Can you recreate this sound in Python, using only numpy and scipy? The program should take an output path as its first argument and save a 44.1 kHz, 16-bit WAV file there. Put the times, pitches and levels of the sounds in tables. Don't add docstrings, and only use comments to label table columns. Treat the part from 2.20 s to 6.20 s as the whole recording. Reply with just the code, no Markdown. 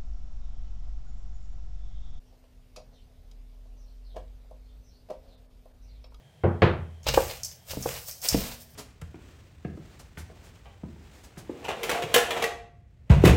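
import sys
import numpy as np
from scipy import signal
from scipy.fft import rfft, irfft
from scipy.io import wavfile
from scipy.ndimage import uniform_filter1d

SR = 44100
rng = np.random.default_rng(int(sys.argv[2]) if len(sys.argv) > 2 else 0)


def wav_out(sig):
    wavfile.write(sys.argv[1], SR, np.round(np.clip(np.atleast_2d(sig).T, -1, 1) * 32767).astype(np.int16))


N = 176400
T = np.arange(N) / SR


def amp(db):
    return 10 ** (np.asarray(db) / 20)


def unit(x):
    return x / np.sqrt(np.mean(x ** 2) + 1e-20)


def read(points, hz):
    f, value = np.transpose(points)
    return np.interp(np.log(hz + 1), np.log(f + 1), value)


def add(mix, start_s, sound):
    part = mix[max(round(start_s * SR), 0):][:len(sound)]
    part += sound[:len(part)]


def noise(spectrum, size):
    colour = amp(read(spectrum, np.fft.rfftfreq(size, 1 / SR)))
    return unit(irfft(rfft(rng.standard_normal(size)) * colour, size))


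def dying(t, t60_s):
    return np.exp(-np.log(1000) * t / t60_s)


def ring(modes, t):
    return sum(amp(db) * dying(t, t60_s) * np.sin(2 * np.pi * hz * t) for hz, db, t60_s in modes)


def wash(spectrum, patchy_db):
    bands = signal.stft(noise(spectrum, size=N), nperseg=1024, noverlap=768)[2]
    patches = uniform_filter1d(rng.standard_normal(bands.shape), size=10, axis=0)
    patches = unit(uniform_filter1d(patches, size=12, axis=1))
    return unit(signal.istft(bands * amp(patchy_db * patches), nperseg=1024, noverlap=768)[1][:N])


def garage(x):
    # band_hz, t60_s
    decay_times = [(100, 0.39), (550, 0.29), (1500, 0.24), (4000, 0.24), (8000, 0.19), (15000, 0.13)]
    hz, t, bands = signal.stft(rng.standard_normal(SR // 2), SR, nperseg=256)
    tail = signal.istft(bands * dying(t, read(decay_times, hz)[:, None]), SR, nperseg=256)[1]
    tail *= np.clip((T[:len(tail)] - 0.006) / 0.0063, 0, 1)
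    return signal.fftconvolve(x, tail / np.linalg.norm(tail))[:N]


def background():
    # pitch_hz, level_db
    hum_tones = [(252, -69), (432, -78.5), (8631, -95)]
    # frequency_hz, relative_density_db
    rumble_colour = [(12, -19.5), (22, -7.5), (31, 3.5), (45, -2.5), (60, -6), (80, -8.5), (120, -15),
                     (200, -23), (330, -29), (430, -27), (620, -26.5), (900, -34.5), (1500, -42),
                     (4000, -55)]
    # frequency_hz, relative_density_db
    hiss_colour = [(300, -29), (1200, -2.5), (2500, 1.5), (4800, 1), (6000, -3), (7500, -6.5),
                   (13700, -10.5), (14300, 1.5), (14800, -21), (16000, -1.5)]
    # centre_s, half_width_s, depth_db
    dropouts = [(3.166, 0.01, 21), (3.284, 0.02, 9), (3.531, 0.008, 8), (3.892, 0.01, 26)]
    rumble_db, hiss_db = -55, -71.5
    drop_db = sum(depth * np.exp(-((T - centre) / width) ** 4) for centre, width, depth in dropouts)
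    hum = sum(np.sqrt(2) * amp(db) * np.sin(2 * np.pi * (hz * T + rng.random())) for hz, db in hum_tones)
    rumble = amp(rumble_db) * wash(rumble_colour, patchy_db=1.5)
    hiss = amp(hiss_db - drop_db) * wash(hiss_colour, patchy_db=1.9)
    return hum + rumble + hiss


def engine():
    # time_s, firing_hz, level_db
    course = [(0, 32.91, -55), (1.03, 37.98, -57.5), (1.11, 38.9, -47), (1.494, 39.96, -45),
              (1.69, 41.83, -47), (1.892, 44, -42.5), (2.266, 47.14, -49), (2.598, 50.38, -48),
              (2.68, 48.56, -69.5), (3.2, 44.15, -54.5), (3.551, 42.32, -59), (3.67, 47.14, -44.5),
              (3.816, 52.9, -50), (4, 51.4, -49)]
    time_s, firing_hz, level_db = np.transpose(course)
    phase = 2 * np.pi * np.cumsum(np.interp(T, time_s, firing_hz)) / SR
    tones = np.sin(phase) + amp(-23.5) * np.sin(2 * phase)
    return np.sqrt(2) * amp(np.interp(T, time_s, level_db)) * tones


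def birds():
    # start_s, length_s, start_hz, end_hz, level_db
    chirps = [(0.041, .06, 5900, 5450, -76.5), (.725, .04, 5900, 5460, -73), (0.73, 0.035, 4100, 3500, -66),
              (0.764, 0.031, 3200, 2910, -66), (.80, 0.028, 4600, 4280, -73),
              (1.562, 0.076, 6000, 5550, -69.5), (1.655, 0.066, 4100, 4600, -71),
              (1.834, 0.043, 5000, 3850, -65.5), (1.881, .05, 4000, 3147, -65),
              (2.43, 0.058, 4200, 4800, -73.5), (2.481, 0.021, 3300, 3360, -66.5),
              (2.628, 0.088, 6050, 5430, -68), (2.694, 0.097, 4000, 4730, -69),
              (3.064, 0.03, 4900, 4190, -69.5), (3.093, 0.057, 3950, 3470, -67.5),
              (3.61, 0.052, 5750, 5560, -69), (3.666, 0.056, 4800, 3910, -68),
              (3.713, 0.082, 4200, 2925, -70), (3.619, 0.163, 2380, 2343, -75)]
    warble_spread_hz, warble_rate_hz = 367, 1108
    out = np.zeros(N)
    for start_s, length_s, start_hz, end_hz, level_db in chirps:
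        t = np.arange(0, length_s, 1 / SR)
        warble = np.interp(t * warble_rate_hz, np.arange(256), rng.standard_normal(256))
        pitch_hz = start_hz + (end_hz - start_hz) * t / length_s + warble_spread_hz * warble
        swell = np.sqrt(2 * abs(np.sin(np.pi * t / length_s)))
        add(out, start_s, amp(level_db) * swell * np.sin(2 * np.pi * np.cumsum(pitch_hz) / SR))
    yard = rng.standard_normal(SR // 2) * dying(T[:SR // 2], t60_s=0.29)
    return signal.fftconvolve(out, yard / np.linalg.norm(yard))[:N]


def scuffs():
    # start_s, length_s, level_db
    rubs = [(0.122, 0.067, -63.5), (0.717, 0.067, -63), (0.896, 0.13, -71), (2.044, 0.34, -74),
            (3.023, 0.23, -60)]
    # frequency_hz, relative_density_db
    rub_colour = [(100, 1), (350, -14), (520, 1), (680, -0.5), (1000, -16.5), (1600, -22.5), (2600, -29),
                  (4000, -18), (15000, -65)]
    out = np.zeros(N)
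    for start_s, length_s, level_db in rubs:
        progress = np.arange(0, length_s, 1 / SR) / length_s
        swell = np.sin(np.pi * np.sqrt(progress))
        add(out, start_s, amp(level_db) * swell * noise(rub_colour, size=SR)[:len(swell)])
    return out


def spanner_clicks():
    # start_s, level_db, treble_edge_hz, burst_t60_s, room_send_db,
    # ping_hz, ping_relative_db, snap_db
    clicks = [(0.5611, -41, 11000, 0.064, -9, 2590, -28, -47.5),
              (1.113, -50, 9100, 0.028, -15, 4020, -16, -57),
              (2.079, -58, 5960, 0.013, -17, 2340, -20, -78),
              (2.308, -67, 12040, 0.045, -6, 4460, -18, -58),
              (3.456, -68, 11820, 0.032, -10, 4495, -20, -58),
              (3.8412, -46.5, 5200, 0.036, -8.5, 5365, 0, -78), (3.92, -44, 1530, 0.026, -6, 961, -16, -83),
              (3.9436, -46, 6760, 0.019, -16.5, 1220, -3, -54.5)]
    # frequency_hz, relative_density_db
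    burst_colour = [(200, 6), (600, 7), (1200, 9.5), (1900, -8), (2400, 11.5), (3200, 3), (4800, 9.5),
                    (6700, 5), (8000, -6), (10500, -3), (15000, -15)]
    # pitch_hz, relative_db, t60_s
    steel_modes = [(2230, -27, 0.3), (2464, -43, 0.26), (3315, -15, 0.073), (3794, -6.5, 0.035),
                   (4495, -33, .12), (4942, -18, 0.11), (6180, -34, 0.075), (6600, -32, .12)]
    # frequency_hz, relative_density_db
    snap_colour = [(200, -28), (4000, -19), (7000, -3), (10000, 10), (15000, 7.5)]
    rise_s = 0.0018
    direct, send, t = np.zeros(N), np.zeros(N), T[:SR // 3]
    for start_s, level_db, edge_hz, t60_s, room_db, ping_hz, ping_db, snap_db in clicks:
        burst = noise(burst_colour, size=len(t)) * dying(t, t60_s)
        lowpass = signal.butter(8, edge_hz, fs=SR, output="sos")
        steel = signal.sosfilt(lowpass, burst + ring(steel_modes, t))
        ping = amp(ping_db) * dying(t, t60_s=0.038) * np.sin(2 * np.pi * ping_hz * t)
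        snap = amp(snap_db) * noise(snap_colour, size=len(t)) * dying(t, t60_s=0.018)
        click = (amp(level_db) * (steel + ping) + snap) * (1 - np.exp(-t / rise_s))
        add(direct, start_s, click)
        add(send, start_s, amp(room_db) * click)
    return direct + garage(send)


def brake_knocks():
    # start_s, body_gain_db, rattle_db, rise_s
    contacts = [(.239, -56.5, -63, 0.00069), (1.457, -58.5, -72, 0.00087), (.565, -43, -62, 0.0028),
                (.573, -37.5, -68, 0.0025), (.583, -43, -60, 0.0012), (.599, -39, -75, 0.0031),
                (1.944, -43.5, -61, 0.0028), (1.958, -35, -46, 0.0031), (1.965, -27.5, -43, 0.0014),
                (1.9759, -33.5, -59, 0.00074), (1.990, -39, -62, 0.0013), (2.243, -52, -71, 0.0053),
                (2.310, -37, -73, .003), (2.341, -51, -76, 0.0024), (2.886, -41, -52, 0.0032),
                (2.8985, -27, -45, 0.003), (2.9035, -26.5, -43, 0.0016), (2.9132, -29.5, -55, 0.0011),
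                (2.932, -34, -54, 0.0035), (3.456, -43, -69, 0.0025), (3.843, -48, -63, .001)]
    # pitch_hz, relative_db, t60_s
    body_modes = [(112, -22.5, 0.073), (175, -28, .11), (297, -27.5, 0.049), (432, -33.5, 0.082),
                  (529, -2, 0.05), (593, -13, .03), (624, 0, 0.045), (656, -10, 0.037), (786.5, -11, 0.053),
                  (845, -16.5, 0.061), (955, -18.5, 0.056), (1074, -17, 0.045), (1139, -24.5, 0.049)]
    # frequency_hz, relative_density_db
    rattle_colour = [(100, -2), (190, 3), (350, -4), (550, 8), (1000, 10), (1400, -4), (1700, 1.5),
                     (2050, -4), (2550, 2), (3400, -3), (5200, -3.5), (7500, -13), (15000, -18)]
    thud_send_db, rattle_send_db = -12, -5
    thud, rattle, t = np.zeros(N), np.zeros(N), T[:SR // 3]
    body = ring(body_modes, t)
    for start_s, body_gain_db, rattle_db, rise_s in contacts:
        attack = 1 - np.exp(-(t / rise_s) ** 2)
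        shake = noise(rattle_colour, size=len(t)) * dying(t, t60_s=0.035)
        add(thud, start_s, amp(body_gain_db) * attack * body)
        add(rattle, start_s, amp(rattle_db) * attack * shake)
    return thud + rattle + garage(amp(thud_send_db) * thud + amp(rattle_send_db) * rattle)


def scene():
    return (brake_knocks() + spanner_clicks() + scuffs() + birds() + engine() + background())[None]


def record(dry):
    edge_hz = 15300
    lowpass = signal.firwin(511, edge_hz, window=("kaiser", 9), fs=SR)
    return signal.oaconvolve(dry, lowpass[None], "same")


dry = scene()
out = record(dry)
wav_out(out)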